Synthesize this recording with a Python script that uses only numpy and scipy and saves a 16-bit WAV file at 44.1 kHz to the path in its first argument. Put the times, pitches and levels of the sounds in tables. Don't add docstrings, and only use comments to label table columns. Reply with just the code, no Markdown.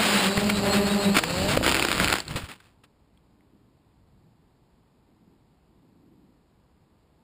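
import sys
import numpy as np
from scipy import signal
from scipy.fft import rfft, irfft
from scipy.io import wavfile

SR = 44100
rng = np.random.default_rng(int(sys.argv[2]) if len(sys.argv) > 2 else 0)


def store_wav(level_fs):
    pcm = np.round(np.clip(np.atleast_2d(level_fs), -1, 1) * 32767)
    wavfile.write(sys.argv[1], SR, pcm.T.astype(np.int16))


N = 318843
TIME_S, BINS_HZ = np.arange(N) / SR, np.fft.rfftfreq(N, 1 / SR)


def amp(db):
    return 10 ** (np.asarray(db) / 20)


def unit(x):
    return x / np.sqrt(np.mean(x ** 2) + 1e-20)


def curve(rows, column=1):
    rows = np.array(rows)
    return np.interp(TIME_S, rows[:, 0], rows[:, column])


def envelope(rows, column=1, fade_s=0.03):
    start, end = rows[0][0], rows[-1][0]
    gate = np.interp(TIME_S, [start - fade_s, start, end, end + fade_s], [0, 1, 1, 0])
    return amp(curve(rows, column)) * gate


def phase(hz):
    return 2 * np.pi * np.cumsum(hz) / SR


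def colour(x, spectrum):
    hz, db = np.transpose(spectrum)
    grid_hz = abs(np.fft.fftfreq(2048, 1 / SR))
    log_gain = np.log(amp(np.interp(np.log(grid_hz + 1), np.log(hz), np.maximum(db, -80))))
    taps = np.fft.ifft(np.exp(np.conj(signal.hilbert(log_gain)))).real
    return signal.fftconvolve(x, taps)[:len(x)]


def noise(spectrum):
    hz, db = np.transpose(spectrum)
    gain = amp(np.interp(np.log(BINS_HZ + 1), np.log(hz), db))
    return unit(irfft(rfft(rng.standard_normal(N)) * gain, N))


def drift(corner_hz):
    return unit(irfft(rfft(rng.standard_normal(N)) / (1 + (BINS_HZ / corner_hz) ** 4), N))


def add(mix, start_s, sound):
    part = mix[round(start_s * SR):][:len(sound)]
    part += sound[:len(part)]


BEAT_NULLS = [-.02, .115, .21, .348, .412, .49, .63, .735, .825, .89, 1.02, 1.18]


def beating(null_db=-13):
    slip = np.interp(TIME_S, BEAT_NULLS, np.arange(len(BEAT_NULLS)))
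    return np.hypot(np.sin(np.pi * slip), amp(null_db))


# (time [s], blade rate [Hz])
BLADE_RATE = [(0, 218), (.08, 206), (.16, 204), (.28, 194), (.4, 205), (.52, 209), (.62, 199), (.73, 204),
              (.93, 202), (1.02, 204), (1.14, 198)]
# (time [s], hum [dB], buzz [dB])
THROTTLE = [(0, -24.5, -31), (.18, -20.5, -34.5), (.36, -25, -29.5), (.46, -18.5, -31), (.58, -20.5, -34),
            (.67, -24, -25), (.79, -18.5, -28), (.86, -23.5, -28.5), (.95, -17, -30), (1.0, -31, -29),
            (1.07, -13, -27.5), (1.19, -28.5, -36.5)]
# (speed [x leading], hum [dB], buzz [dB])
PROPELLERS = [(1, 0, -3), (1.03, -13, -12), (.965, -13.5, -7.5), (.905, -10.5, -17.5)]
# (order [x blade rate], level [dB])
OVERTONES = [(2, 0.5), (3, -1), (4, -5), (5, -9), (6, -10.5), (7, -17), (8, -23), (9, -13), (10, -13.5),
             (11, -19), (13, -14)]


def propellers(wander=0.0059, flutter_db=2, shaft_db=-21, full_load_db=-25, brighten=0.3):
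    hum = envelope(THROTTLE) * beating()
    buzz = envelope(THROTTLE, column=2)
    tilt_db_per_octave = brighten * (curve(THROTTLE, column=2) - full_load_db)
    out = np.zeros(N)
    for index, (speed, hum_db, buzz_db) in enumerate(PROPELLERS):
        trim = 1 + wander * np.sqrt(index + 0.19) * drift(15)
        angle = phase(curve(BLADE_RATE) * speed * trim)
        imbalance = amp(shaft_db) * np.cos(angle / 2)
        out += hum * amp(hum_db) * (np.cos(angle) + imbalance)
        for order, db in OVERTONES:
            overtone_db = buzz_db + db + tilt_db_per_octave * np.log2(order / 2) + flutter_db * drift(27)
            out += buzz * amp(overtone_db) * np.cos(order * angle)
    return out


# (start [s], length [s], level [dB])
BRUSHES = [(-.02, 0.28, -23.5), (0.373, .035, -29.5), (0.549, 0.018, -32.5), (0.642, 0.038, -30.5),
           (0.713, 0.047, -27), (0.849, 0.087, -34), (0.994, 0.062, -32.5), (1.472, 0.058, -25),
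           (1.623, .075, -26), (1.736, 0.24, -33), (1.987, .06, -26), (2.073, .105, -34),
           (2.259, 0.19, -43.5), (2.489, .035, -49), (2.61, .05, -60)]


def brushing(attack_s=0.023, release_s=0.036):
    depth = np.zeros(N)
    for start_s, length_s, db in BRUSHES:
        rise = np.clip((TIME_S - start_s) / attack_s, 0, 1)
        fall = np.exp(-np.maximum(TIME_S - start_s - length_s, 0) / release_s)
        depth += amp(db) * rise * fall
    return depth


# (time [s], level [dB])
AIR_HISS = [(0, -29.5), (1.2, -33.5), (1.45, -27.5), (1.56, -41.5), (1.59, -42.5), (1.66, -34.5),
            (2.17, -38), (2.24, -76)]
# (frequency [Hz], density [dB])
AIR_SPECTRUM = [(100, -18.5), (300, 1.5), (700, -1), (1000, -2.5), (1500, -3.5), (2100, -7), (2800, -2.5),
                (3500, -9), (4400, -0.5), (5200, -5.5), (6000, -4), (8000, -51)]
# (frequency [Hz], density [dB])
GRASS_SPECTRUM = [(60, -22), (200, 4.5), (400, -3), (800, -1), (1400, 1), (2000, -1.5), (2700, -0.5),
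                  (3500, -3), (4500, -5), (6000, -1), (8000, -53)]


def air_and_grass(chop=0.26, grass_db=1.5, spread_db=2, flicker_db=1,
                  min_cuts_per_s=700, deep_cuts_per_s=5800, deep_db=-24, doubling_db=8.5):
    chopping = 1 + chop * np.cos(phase(curve(BLADE_RATE)))
    depth = brushing()
    depth_db = 20 * np.log10(depth + 1e-9)
    cuts_per_s = min_cuts_per_s + deep_cuts_per_s * 2 ** ((depth_db - deep_db) / doubling_db)
    sizes = rng.choice([-1, 1], N) * amp(spread_db * np.minimum(rng.exponential(1, N), 5))
    cuts = (rng.random(N) < cuts_per_s / SR) * sizes / np.sqrt(cuts_per_s)
    air = envelope(AIR_HISS) * chopping * noise(AIR_SPECTRUM)
    grass = amp(grass_db) * depth * unit(colour(cuts, GRASS_SPECTRUM))
    return amp(flicker_db * drift(54)) * (air + grass)


# (time [s], level [dB])
BUFFET = [(0, -43), (.32, -47), (.43, -36.5), (.75, -33.5), (1.0, -40), (1.25, -41.5), (1.46, -29),
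          (1.7, -34.5), (1.88, -45), (2.02, -31.5), (2.24, -48), (2.35, -36.5), (2.5, -58), (2.7, -78)]
# (frequency [Hz], density [dB])
BUFFET_SPECTRUM = [(20, -10.5), (60, 2), (130, 4.5), (250, -0.5), (450, -10.5), (800, -18), (1500, -29.5),
                   (4000, -56)]


def buffet(gain_db=1):
    return amp(gain_db) * envelope(BUFFET) * noise(BUFFET_SPECTRUM)


# (time [s], whine [Hz], level [dB])
CORRECTIONS = [(0.194, 4020, -28), (.32, 3950, -33), (0.567, 3970, -32), (0.724, 4280, -26.5),
               (0.774, 3820, -36), (0.863, 4314, -31), (.92, 3850, -31.5), (1.015, 4270, -32),
               (1.057, 3885, -30.5), (1.125, 4252, -39)]


def motor_whine(half_length_s=0.03, rise_hz_per_s=2000, arch_hz=90, warble=0.005):
    out = np.zeros(N)
    waver = 1 + warble * drift(60)
    for crest_s, hz, db in CORRECTIONS:
        offset = (TIME_S - crest_s) / half_length_s
        effort = np.exp(-np.minimum(offset ** 2, 50))
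        glide_hz = rise_hz_per_s * half_length_s * np.tanh(offset) + arch_hz * (effort - 1)
        out += amp(db) * effort * np.cos(phase((hz + glide_hz) * waver))
    return out


# (time [s], length [s], level [dB])
SCRAPES = [(0.371, 0.0054, -16), (.493, 0.012, -17.5), (1.144, 0.039, -24.5), (1.166, 0.01, -10.5),
           (1.183, 0.0087, -9.5), (1.236, 0.0048, -11), (1.567, 0.0055, -17), (2.124, 0.0065, -13),
           (2.307, 0.0079, -28.5), (2.357, 0.03, -26.5), (2.485, 0.039, -39.5), (2.6, 0.0091, -48),
           (2.835, 0.016, -50.5)]


def scrapes(rise_s=0.0023):
    out, tearing = np.zeros(N), noise(GRASS_SPECTRUM)
    t = np.arange(SR // 5) / SR
    for start_s, length_s, db in SCRAPES:
        window = (1 - np.exp(-t / rise_s)) * np.exp(-(t / length_s) ** 2)
        add(out, start_s, amp(db) * window * tearing[round(start_s * SR):][:len(t)])
    return out


# (time [s], level [dB], ring [Hz], t60 [s])
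KNOCKS = [(0.376, -13.5, 130, 0.039), (.378, 1.5, 2010, 0.0058), (0.5, -3, 2280, .014),
          (1.166, -15.5, 280, .03), (1.573, 7.5, 530, 0.011), (1.612, -8.5, 610, 0.0092),
          (2.203, -3.5, 4470, 0.0096), (2.253, -22, 4480, 0.011), (2.281, -9, 4280, 0.0083),
          (2.309, -23, 148, 0.072), (2.32, -19, 3000, .007), (2.354, -19.5, 108, 0.067),
          (2.37, -19, 430, 0.014), (2.436, -25, 83.5, 0.059), (2.516, -20, 2570, 0.0081),
          (2.603, -40, 1540, 0.026), (3.175, -44.5, 3290, 0.014), (3.408, -46, 2090, 0.0064)]
# (frequency [Hz], density [dB])
CRACK_SPECTRUM = [(180, -28), (300, 1), (508, -4.5), (808, -5.5), (1380, -2.5), (1850, -8), (2460, -2.5),
                  (3210, -7), (4500, -8.5), (5160, -6.5), (6000, -14), (7800, -58), (13200, -120)]


def knocks(grit=0.12, crossover_hz=1500):
    out = np.zeros(N)
    t = np.arange(SR // 5) / SR
    for start_s, db, hz, t60_s in KNOCKS:
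        dryness = hz / (hz + crossover_hz)
        ring = (1 - dryness) * np.sin(2 * np.pi * hz * t)
        snap = grit * dryness * unit(colour(rng.standard_normal(len(t)), CRACK_SPECTRUM))
        add(out, start_s, amp(db) * (ring + snap) * np.exp(-np.log(1000) * t / t60_s))
    return out


def blade_strike(decay_s=0.00085, ring_hz=1480, ring_db=-12, ring_t60_s=0.0096):
    t = np.arange(SR // 60) / SR
    window = np.sqrt(t / decay_s) * np.exp(-t / decay_s)
    burst = colour(rng.standard_normal(len(t)) * window, CRACK_SPECTRUM)
    ring = np.sin(2 * np.pi * ring_hz * t) * np.exp(-np.log(1000) * t / ring_t60_s)
    return burst / abs(burst).max() + amp(ring_db) * ring


# (time [s], level [dB])
STRIKES = [(1.156, -17), (1.166, -4), (1.186, -11), (1.191, -19), (1.573, -5.5), (1.628, -15),
           (1.663, -5.5), (1.678, -5), (1.693, -9), (1.714, -12.5), (1.722, -11), (1.744, -8),
           (1.751, -9.5), (1.766, -13), (1.795, -7.5), (1.824, -7.5), (1.849, -10.5), (1.885, -12.5),
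           (1.905, -16.5), (1.915, -8.5), (1.927, -10), (1.979, -13.5), (1.999, -6), (2.044, -6.5),
           (2.075, -13.5), (2.082, -10.5), (2.127, -5), (2.138, -12), (2.155, -19), (2.184, -17.5),
           (2.204, -29)]
# (time [s], blade rate [Hz], level [dB])
SLASH = [(1.63, 126, -23.5), (1.67, 131, -16.5), (1.82, 138, -16.5), (1.88, 134, -26.5), (2.02, 126, -21),
         (2.12, 115, -17), (2.2, 105, -29)]


def slashing(strike_gain_db=3, scatter_db=3.5, lag_s=0.0005):
    out, gain, rate_hz = np.zeros(N), envelope(SLASH, column=2), curve(SLASH)
    for start_s, db in STRIKES:
        add(out, start_s + lag_s, amp(db + strike_gain_db) * blade_strike())
    for (start_s, _), (end_s, _) in zip(STRIKES, STRIKES[1:]):
        passes = max(round((end_s - start_s) * rate_hz[round(start_s * SR)]), 1)
        for pass_s in np.linspace(start_s, end_s, passes + 1)[1:-1]:
            size = gain[round(pass_s * SR)] * amp(scatter_db * rng.standard_normal())
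            add(out, pass_s + lag_s, size * blade_strike())
    return out


def lone_rotor(track, orders, wander=0.0039):
    angle = phase(curve(track) * (1 + wander * drift(25)))
    tone = sum(amp(db) * np.cos(order * angle + 2 * np.pi * rng.random()) for order, db in orders)
    return envelope(track, column=2) * tone


# (time [s], blade rate [Hz], level [dB])
SURGE = [(1.22, 160, -40.5), (1.32, 173, -35.5), (1.45, 196, -31), (1.52, 215, -35), (1.56, 255, -34)]
# (order [x blade rate], level [dB])
SURGE_ORDERS = [(1, 2.5), (2, -3), (3, 2), (4, -11.5), (5, -18.5), (24, -13)]


def surge():
    return lone_rotor(SURGE, SURGE_ORDERS)


# (time [s], shaft rate [Hz], level [dB])
SHUDDER = [(1.58, 63, -34.5), (1.67, 66.5, -30.5), (1.75, 61, -37.5), (1.83, 73, -36), (1.9, 67, -42.5),
           (2.03, 60, -39.5), (2.18, 49, -50.5)]
# (order [x shaft rate], level [dB])
SHUDDER_ORDERS = [(1, -2.5), (2, -7.5), (3, -4.5), (4, -2.5), (5, 0), (6, -9.5), (8, -10)]


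def shudder():
    return lone_rotor(SHUDDER, SHUDDER_ORDERS)


# (frequency [Hz], density [dB])
FIELD_SPECTRUM = [(12, -41.5), (20, -14.5), (59, -1), (104, -4), (166, -2.5), (195, -4.5), (328, -8.5),
                  (563, -16.5), (944, -16.5), (1480, -26), (3280, -30.5), (5500, -27.5), (7150, -68),
                  (12100, -120)]
# (crest [s], length [s], level [dB], centre [Hz])
GUSTS = [(2.75, 0.37, -69.5, 109.6), (3.549, 0.53, -63.5, 220), (4.08, 0.33, -62, 79.6),
         (4.247, 0.39, -62, 148.6), (5.257, 0.35, -60.5, 213.6), (5.849, 0.33, -65, 239.7),
         (6.146, 0.4, -57.5, 220)]


def wind(floor_db=-62.5, skirt_db=-20):
    out = amp(floor_db) * noise(FIELD_SPECTRUM)
    for crest_s, length_s, db, hz in GUSTS:
        band = noise([(hz / 8, skirt_db), (hz, 0), (hz * 1.43, -3), (hz * 2.3, skirt_db), (hz * 10, -70)])
        swell = np.exp(-(2 * (TIME_S - crest_s) / length_s) ** 2)
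        out += amp(db) * swell * band
    return out


def scene():
    rotors = propellers() + motor_whine() + surge() + shudder()
    return (rotors + air_and_grass() + buffet() + slashing() + scrapes() + knocks() + wind())[None]


def filtered(x, hz, gain):
    taps = signal.firwin2(401, hz, gain, window=("kaiser", 9), fs=SR)
    return signal.oaconvolve(x, taps[None], "same")


def record(dry, ceiling=0.31, corner_hz=5050, order=14, hold_hz=12000, edge_hz=15450):
    clipped = dry / (1 + (dry / ceiling) ** 4) ** (1 / 4)
    hz = np.linspace(0, SR / 2, 513)
    narrow = filtered(clipped, hz, 1 / np.sqrt(1 + (hz / corner_hz) ** (2 * order)))
    mirrored = narrow * (1 + 2 * np.cos(2 * np.pi * hold_hz * TIME_S))
    held = filtered(mirrored, hz, np.sinc(hz / hold_hz))
    band_limit = signal.firwin(511, edge_hz, window=("kaiser", 9), fs=SR)
    return signal.oaconvolve(held, band_limit[None], "same")


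dry = scene()
out = record(dry)
store_wav(out)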